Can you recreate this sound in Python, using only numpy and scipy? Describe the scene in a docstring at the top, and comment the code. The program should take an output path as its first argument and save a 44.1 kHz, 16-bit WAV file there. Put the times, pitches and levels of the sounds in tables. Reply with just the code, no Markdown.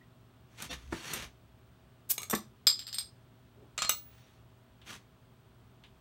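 """First a low hum and a faint creak, then a glass bottle scraping and bumping over a wooden workbench.
A metal bar bites on its crown cap: gas spits out, the crimp creaks and lets go with a pop, and the cap
lands, bounces and rings on the wood. The bar is laid down and the bottle slid away.
One microphone, close to the bench in a small workshop, with the short ring of the room behind."""
import sys
import numpy as np
from scipy import signal
from scipy.fft import rfft, irfft
from scipy.io import wavfile

SR = 44100
rng = np.random.default_rng(int(sys.argv[2]) if len(sys.argv) > 2 else 0)


def store_wav(level_fs):
    """Save 16-bit WAV to argv[1]."""
    pcm = np.round(np.clip(np.atleast_2d(level_fs), -1, 1) * 32767)
    wavfile.write(sys.argv[1], SR, pcm.T.astype(np.int16))


N = 264864
TIME = np.arange(N) / SR

# Room tone. Each row: frequency in Hz, relative level in dB.
AIR_COLOUR = [(20, -34.5), (35, -15), (60, -4.5), (85, -9), (119, -5.5), (156, -12), (247, -14),
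              (320, -19.5), (375, -17), (485, -23.5), (660, -23), (1300, -25), (2100, -32.5), (3300, -31.5),
              (5000, -40), (7000, -44), (8400, -41), (10500, -48), (15700, -44)]
# A machine's hum. Each row: frequency in Hz, level in dB.
HUM_TONES = [(118.6, -64.5), (247, -74.5), (385, -78.5), (646, -79)]
# The bar straining on the cap. Each row: peak time, rise and fall in seconds, level in dB,
# first and last pitch in Hz.
BAR_CREAKS = [(.017, 0.007, 0.01, -57.5, 1920, 2000), (2.215, .05, 0.036, -52.5, 789, 1277)]

# Swells of sound at the bench. Each row: peak time, rise and fall in seconds, level in dB.
PUSHES = [(.58, 0.12, .1, -64), (.632, 0.078, 0.061, -45), (.724, 0.035, 0.049, -42), (.79, .06, .22, -61),
          (.96, 0.068, 0.1, -46.5), (1.14, 0.19, 0.16, -40.5), (1.235, .04, 0.042, -50),
          (4.2, 0.24, 0.28, -66.5), (4.915, 0.074, 0.081, -45.5)]
BRIEF_SQUEAKS = [(.712, 0.023, 0.021, -47.5)]
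BENCH_LEANS = [(.73, 0.088, .1, -55), (.865, .09, .11, -50.5), (1.25, 0.112, 0.063, -51)]
HAND_RELEASE = [(3.615, 0.0804, .1, -59.5)]
# Bottle and bench resonances woken by scraping. Each row: centre and width in Hz, level in dB.
SCRAPE_BANDS = [(510, 190, -20), (1460, 200, -25), (1810, 180, -20), (2716, 64, -16), (3580, 430, -18),
                (4380, 98, -19), (5680, 79, -21), (6230, 120, -24.5), (7850, 750, -20.5)]
# Tones of the brief squeak. Each row: frequency in Hz, relative level in dB.
SQUEAK_TONES = [(280, 1), (502, -2), (690, -3), (2695, 1.5), (3420, -4), (3578, -2.5), (4352, -4),
                (5655, -2), (6348, -9)]

# Blows. Each row: start in seconds, ring and crack levels in dB, angle from 0 (flat) to 1 (on edge).
BITE_BLOWS = [(.6222, -57, -31, 0.3), (1.135, -36, -28, 0.8), (2.1797, -30, -31, 0), (2.2175, -46, -35, .4),
              (2.231, -37, -33.5, 0.03), (2.2985, -34.5, -33, .9), (2.309, -32.5, -30, 0.95),
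              (2.3505, -35, -35.5, 1)]
BOTTLE_BLOWS = [(.9232, -30.5, -32.5, 0.4), (.926, -25.5, -35, 0), (2.327, -32.5, -30, 0.93),
                (2.331, -26, -26, 1), (2.3355, -22, -28.5, 0.8)]
CAP_BLOWS = [(2.3498, -39.5, -36.5, 1), (2.669, -13.5, -16, .25), (2.6738, -14, -18, 0.02),
             (2.7922, -35.5, -36.5, 0), (2.807, -47, -51, 0.5), (2.868, -39.5, -41, 0.45),
             (2.878, -40, -40, 0.35), (2.9285, -37, -33.5, 0), (2.9435, -31, -35, 1),
             (2.9843, -26, -25.5, 0.98)]
BAR_BLOWS = [(3.7785, -27, -31, 0.16), (3.7885, -37, -30.5, 0.25), (3.82, -26, -24, 0),
             (3.8265, -27, -29.5, 0.16), (3.848, -33.5, -31.5, 0), (3.8935, -18.5, -26, 1),
             (3.895, -29, -25, 1)]
# Modes of the struck things. Each row: frequency in Hz, level in dB, seconds to fall 60 dB,
# gain on an edge blow in dB.
NECK_MODES = [(1281, -18, 0.076, 7.5), (2260, 1.5, 0.018, -22), (2860, -10.5, .04, -19),
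              (3570, -10, 0.045, 6), (3940, 1, 0.02, -12), (5780, -14, .04, 13), (5970, -11.5, 0.013, 20),
              (6500, 2, 0.03, -15), (7220, -12.5, 0.05, 13), (8240, -3.5, 0.032, 7), (8386, -13, .04, 13),
              (9130, -5.5, .018, 6), (11710, -12, 0.044, 13.5), (12740, -15, 0.088, 14.5),
              (13510, -19, 0.07, 13.5), (14500, -22, .04, 18)]  # bar and cap pressed on the glass neck
BENCH_MODES = [(179, -3, 0.08, -11), (223, 0, .055, -2), (327, -2, 0.041, 1.5), (607, -22, 0.069, 0.5),
               (928, -11.5, 0.052, 3), (1125, -20, 0.039, 21), (1418, -13.5, 0.032, -2),
               (1747, -25, 0.051, 13)]  # the bottle standing on the bench
CAP_MODES = [(3730, -26, 0.049, 10.5), (3860, -24.5, 0.076, 9), (4167, -22, .08, 5.5), (4530, -19, .14, -3),
             (4720, -16.5, .14, -1.5), (4820, -8, .09, -8.5), (4950, -8, .1, -8.5), (5024, -16.5, .21, 1.5),
             (5060, -3, .06, -3), (7560, -4.5, .085, -13), (8485, -21, .13, 17), (7200, -23, .1, 4),
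             (10100, -39, 0.0793, 9.5), (11400, -25.5, .07, -0.5), (11590, -20.5, .05, 2),
             (12715, -20.5, .095, 6.5), (13490, -33, .089, 10.5), (14350, -22.5, .06, 2),
             (14630, -17, .06, 3)]
BAR_MODES = [(1250, -10, .04, -2), (2286, -18, .16, -10), (2850, -8, .04, -1), (3730, -10, .08, -3),
             (4000, -14, .012, 13), (4203, -9, .25, -24), (5360, -17, .01, 11), (5900, -16, .009, 15),
             (6230, -17, .035, 17), (7200, -3, .025, -12), (7500, -4, .04, -12), (7810, -15, .035, 13),
             (8500, -22, .01, 21), (9300, -24, .012, 18), (11580, -24, .02, 17), (13020, -30, .035, 27),
             (13250, -28, .012, 27), (14600, -34, .01, 23), (15490, -47, .6, 27)]

# Noise spectra. Each row: frequency in Hz, relative level in dB.
GLASS_RUB = [(40, -28), (120, 4.5), (350, -3), (600, -7.5), (1000, -3.5), (1800, -1.5), (3200, -2),
             (5100, -10), (6300, -6.5), (7800, -15), (9500, -15), (12000, -18.5), (15700, -25)]
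NECK_CRACK = [(100, 4), (1000, 3), (2500, -3), (6500, 1), (9000, 3.5), (10300, -2.5), (12500, 0.5),
              (15500, -6)]
GLASS_THUD = [(40, -38), (110, -9), (200, 3.5), (380, 5), (520, -0.5), (1100, -1.5), (2200, -6.5),
              (3500, -16.5), (8000, -20.5), (15500, -41)]
GAS_HISS = [(120, -59), (200, -25), (745, -21.5), (1460, -22), (1630, -17), (1850, -22.5), (2980, -16),
            (8600, -8), (10700, -9), (13600, -2), (15700, -8)]
CAP_CRACK = [(100, -30.5), (500, -21), (1800, -4.5), (2600, -4.5), (3600, 6), (4700, 6.5), (5800, -13),
             (7500, -10.5), (10000, -19), (15500, -17.5)]
BAR_CRACK = [(100, -7.5), (230, -3.5), (420, -19), (630, 2.5), (850, -6), (1150, 3.5), (1700, 1), (3800, 2),
             (5000, -1), (7500, -2.5), (10000, -15.5), (15500, -22.5)]
DRY_TICK = [(200, -25), (1000, -9), (2000, -5), (3400, 0.5), (5000, -15), (9000, -25), (15500, -43.5)]

# Things settling on the bench. 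Each row: start in seconds, level in dB.
SETTLING_TICKS = [(4.816, -58), (4.875, -52), (5.838, -54.5)]
# The workshop's ring. Each row: frequency in Hz, seconds to fall 60 dB.
ROOM_DECAY = [(100, 0.32), (400, 0.21), (1500, .2), (5000, .23), (9000, .19), (15000, .14)]


def amp(db):
    """Decibels to gain."""
    return 10 ** (np.asarray(db) / 20)


def unit(x):
    """Scales to rms 1."""
    return x / np.sqrt(np.mean(x ** 2) + 1e-20)


def curve_at(points, hz):
    """Reads a curve on a log-frequency axis."""
    f, value = np.transpose(points)
    return np.interp(np.log(hz + 1), np.log(f + 1), value)


def colour(x, spectrum):
    """Gives x a spectrum, at rms 1."""
    gain = amp(curve_at(spectrum, np.fft.rfftfreq(len(x), 1 / SR)))
    return unit(irfft(rfft(x) * gain, len(x)))


def band(hz, width_hz):
    """Noise in one resonance, at rms 1; centred on 0 Hz it is a random waver."""
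    f = np.fft.rfftfreq(N, 1 / SR)
    return unit(irfft(rfft(rng.standard_normal(N)) / (1 + (2 * (f - hz) / width_hz) ** 2), N))


def add(mix, start_s, sound):
    """Mixes a sound in at its start time."""
    part = mix[round(start_s * SR):][:len(sound)]
    part += sound[:len(part)]


def grains(per_s, spread_db, share):
    """Smooth noise mixed with a share of sparse clicks of uneven size."""
    sizes = rng.standard_normal(N) * amp(spread_db * np.minimum(rng.exponential(1, N), 4))
    clicks = sizes * (rng.random(N) < per_s / SR)
    return np.sqrt(share) * unit(clicks) + np.sqrt(1 - share) * rng.standard_normal(N)


def gestures(rows, power):
    """Gain of hand movements: each is a smooth arch of speed raised to a power; their energies add."""
    energy = np.zeros(N)
    for s, rise_s, fall_s, db in rows:
        speed = np.sin(np.pi / 2 * np.interp(TIME, [s - rise_s, s, s + fall_s], [0, 1, 0]))
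        energy += (amp(db) * speed ** power) ** 2
    return np.sqrt(energy)


def room_tone():
    """Still workshop air, a wavering machine hum and a thin high whine."""
    air = amp(-61.5) * colour(rng.standard_normal(N), AIR_COLOUR)
    hum = sum(amp(db) * np.sqrt(2) * np.sin(2 * np.pi * hz * TIME + .64 * band(0, width_hz=9))
              for hz, db in HUM_TONES)
    whine = amp(-79) * band(15800, width_hz=190)
    return air + hum + whine


def creak(glide_s=.06, rough_rad=.6):
    """A thin, slightly rough tone that rises as the bar strains against the cap's rim."""
    out = np.zeros(N)
    for s, rise_s, fall_s, db, first_hz, last_hz in BAR_CREAKS:
        hz = np.interp(TIME, [s - rise_s, s - rise_s + glide_s], [first_hz, last_hz])
        tone = np.sin(2 * np.pi * np.cumsum(hz) / SR + rough_rad * band(0, width_hz=120))
        out += gestures([(s, rise_s, fall_s, db)], power=.73) * tone
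    return out


def bottle_scrape(swell_db=5, judder_db=1.2):
    """Glass catches on the wood grain, sticking and slipping so that the scrape flutters."""
    catches = colour(grains(per_s=2600, spread_db=1.5, share=.55), GLASS_RUB)
    resonances = np.zeros(N)
    for hz, width_hz, db in SCRAPE_BANDS:
        swell = amp(swell_db * band(0, width_hz=20))  # each swells and fades as the contact travels
        resonances += amp(db) * unit(band(hz, width_hz) * swell)
    judder = amp(judder_db * band(0, width_hz=110))
    return gestures(PUSHES, power=1.77) * judder * (amp(-1.5) * catches + resonances)


def rattled(blows, gap_s, ring_db, crack_db, count):
    """After each blow the object rocks and touches again lightly, at uneven gaps."""
    delays = np.cumsum(gap_s * rng.uniform(.5, 1.5, (len(blows), count)), axis=1)
    touches = [(s + delay, ring_db, crack_db, edge)
               for (s, _, _, edge), row in zip(blows, delays) for delay in row]
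    return list(blows) + touches


def strike(blows, modes, spectrum, crack_t60_s, rise_s, waver_hz, snap_db):
    """Each blow is a brief crack plus the object's modes; edge and flat blows favour different modes."""
    out, t = np.zeros(N), np.arange(SR // 3) / SR
    hz, mode_db, t60, edge_db = np.transpose(modes)[:, :, None]
    mode_fade = amp(mode_db - 60 * t / t60)
    snap = amp(snap_db) * np.exp(-t / .00041)  # the instant of contact stands above the crack
    crack_fade = amp(-60 * t / crack_t60_s) + snap
    for s, ring_db, crack_db, edge in blows:
        # the object rocks on its contact, so each mode wanders in phase
        steps = rng.standard_normal(mode_fade.shape) * np.sqrt(2 * np.pi * waver_hz / SR)
        partials = mode_fade * np.sin(2 * np.pi * hz * t + np.cumsum(steps, axis=1))
        ring = amp(ring_db + edge * edge_db[:, 0]) @ partials
        crack = amp(crack_db) * crack_fade * colour(rng.standard_normal(len(t)), spectrum)
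        add(out, s, (ring + crack) * (1 - np.exp(-t / rise_s)))
    return out


def bar_bites():
    """The bar bites and slips on the crimp, clicking against the glass neck."""
    blows = rattled(BITE_BLOWS, gap_s=.005, ring_db=-61, crack_db=-42, count=1)
    return strike(blows, NECK_MODES, NECK_CRACK, crack_t60_s=.02, rise_s=.00061, waver_hz=40, snap_db=-9)


def bench_rumble():
    """The bench rumbles as weight shifts on it."""
    return gestures(BENCH_LEANS, power=2) * band(62.7, width_hz=28)


def brief_squeak():
    """A brief cluster of unsteady tones during the scrape."""
    tones = sum(amp(db) * np.sin(2 * np.pi * hz * TIME + .5 * band(0, width_hz=70))
                for hz, db in SQUEAK_TONES)
    return gestures(BRIEF_SQUEAKS, power=1) * tones


def bottle_thumps():
    """Dull blows pass through the bottle into the bench as it is set down and as the cap pops."""
    return strike(BOTTLE_BLOWS, BENCH_MODES, GLASS_THUD,
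                  crack_t60_s=.065, rise_s=.0017, waver_hz=2.6, snap_db=-18)


def gas_jet(start_s=2.089, attack_s=.019, hold_s=.01, jet_t60_s=.028, seep_t60_s=.08):
    """The seal lifts: a sputtering jet swells, holds, then collapses to a seep as the neck empties."""
    t = TIME - start_s
    flow = np.clip(t / attack_s, 0, 1) ** 1.6  # flow grows as a power of the opening
    emptying_s = np.maximum(t - attack_s - hold_s, 0)
    collapse = amp(-60 * emptying_s / jet_t60_s)
    seep = amp(-17.5 - 60 * emptying_s / seep_t60_s)
    sputter = colour(grains(per_s=3500, spread_db=2, share=.133), GAS_HISS)
    return amp(-23.5) * flow * np.maximum(collapse, seep) * sputter


def cap_bounces():
    """The tin cap flicks free, then lands, rattles and rings on the wood."""
    blows = rattled(CAP_BLOWS, gap_s=.007, ring_db=-58.5, crack_db=-43, count=2)
    return strike(blows, CAP_MODES, CAP_CRACK, crack_t60_s=.018, rise_s=.0002, waver_hz=4.3, snap_db=-4)


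def hand_brush():
    """Skin brushes the glass as the hand lets go."""
    return gestures(HAND_RELEASE, power=1.4) * band(300, width_hz=440)


def bar_laid_down():
    """The metal bar knocks on the bench, rocking until it lies flat."""
    return strike(BAR_BLOWS, BAR_MODES, BAR_CRACK,
                  crack_t60_s=.035, rise_s=.00024, waver_hz=3.6, snap_db=-7)


def settling(t60_s=.13):
    """Light contacts on the bench that die without ringing."""
    out, t = np.zeros(N), TIME[:SR // 4]
    fade = amp(-60 * t / t60_s)
    for s, db in SETTLING_TICKS:
        add(out, s, amp(db) * fade * colour(rng.standard_normal(len(t)), DRY_TICK))
    return out


def reflections(x, first_s, build_s):
    """Dense echoes off bench, tools and near walls, each band dying at its own speed."""
    size = SR // 2
    taps = rng.choice([-1., 1.], size) * (rng.random(size) < 5000 / SR)  # about 5000 echoes a second
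    hz, t, spectra = signal.stft(taps, SR, nperseg=256)
    fade = amp(-60 * t / curve_at(ROOM_DECAY, hz)[:, None])
    tail = signal.istft(spectra * fade, SR, nperseg=256)[1][:size]
    tail *= np.clip((TIME[:size] - first_s) / build_s, 0, 1)
    return signal.fftconvolve(x, tail / np.linalg.norm(tail))[:N]


def scene():
    """The bench sounds reach the microphone directly and, weaker, off the walls, over the room tone."""
    levering = creak() + bar_bites()
    handling = bottle_scrape() + bench_rumble() + brief_squeak() + hand_brush() + settling()
    thumps, jet, cap, bar = bottle_thumps(), gas_jet(), cap_bounces(), bar_laid_down()
    direct = levering + handling + thumps + jet + cap + bar
    to_room = amp(-6) * cap + amp(-7) * (levering + bar) + amp(-9) * (thumps + handling) + amp(-10.5) * jet
    return (direct + reflections(to_room, first_s=.0026, build_s=.0051) + room_tone())[None]


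def record(dry):
    """The microphone's bass roll-off, then the recorder's steep band limit."""
    low_hz, top_hz = 46, 15800
    thinned = signal.sosfilt(signal.butter(4, low_hz, "highpass", fs=SR, output="sos"), dry)
    band_limit = signal.firwin(511, top_hz, window=("kaiser", 8), fs=SR)
    return signal.oaconvolve(thinned, band_limit[None], "same")


dry = scene()
out = record(dry)
store_wav(out)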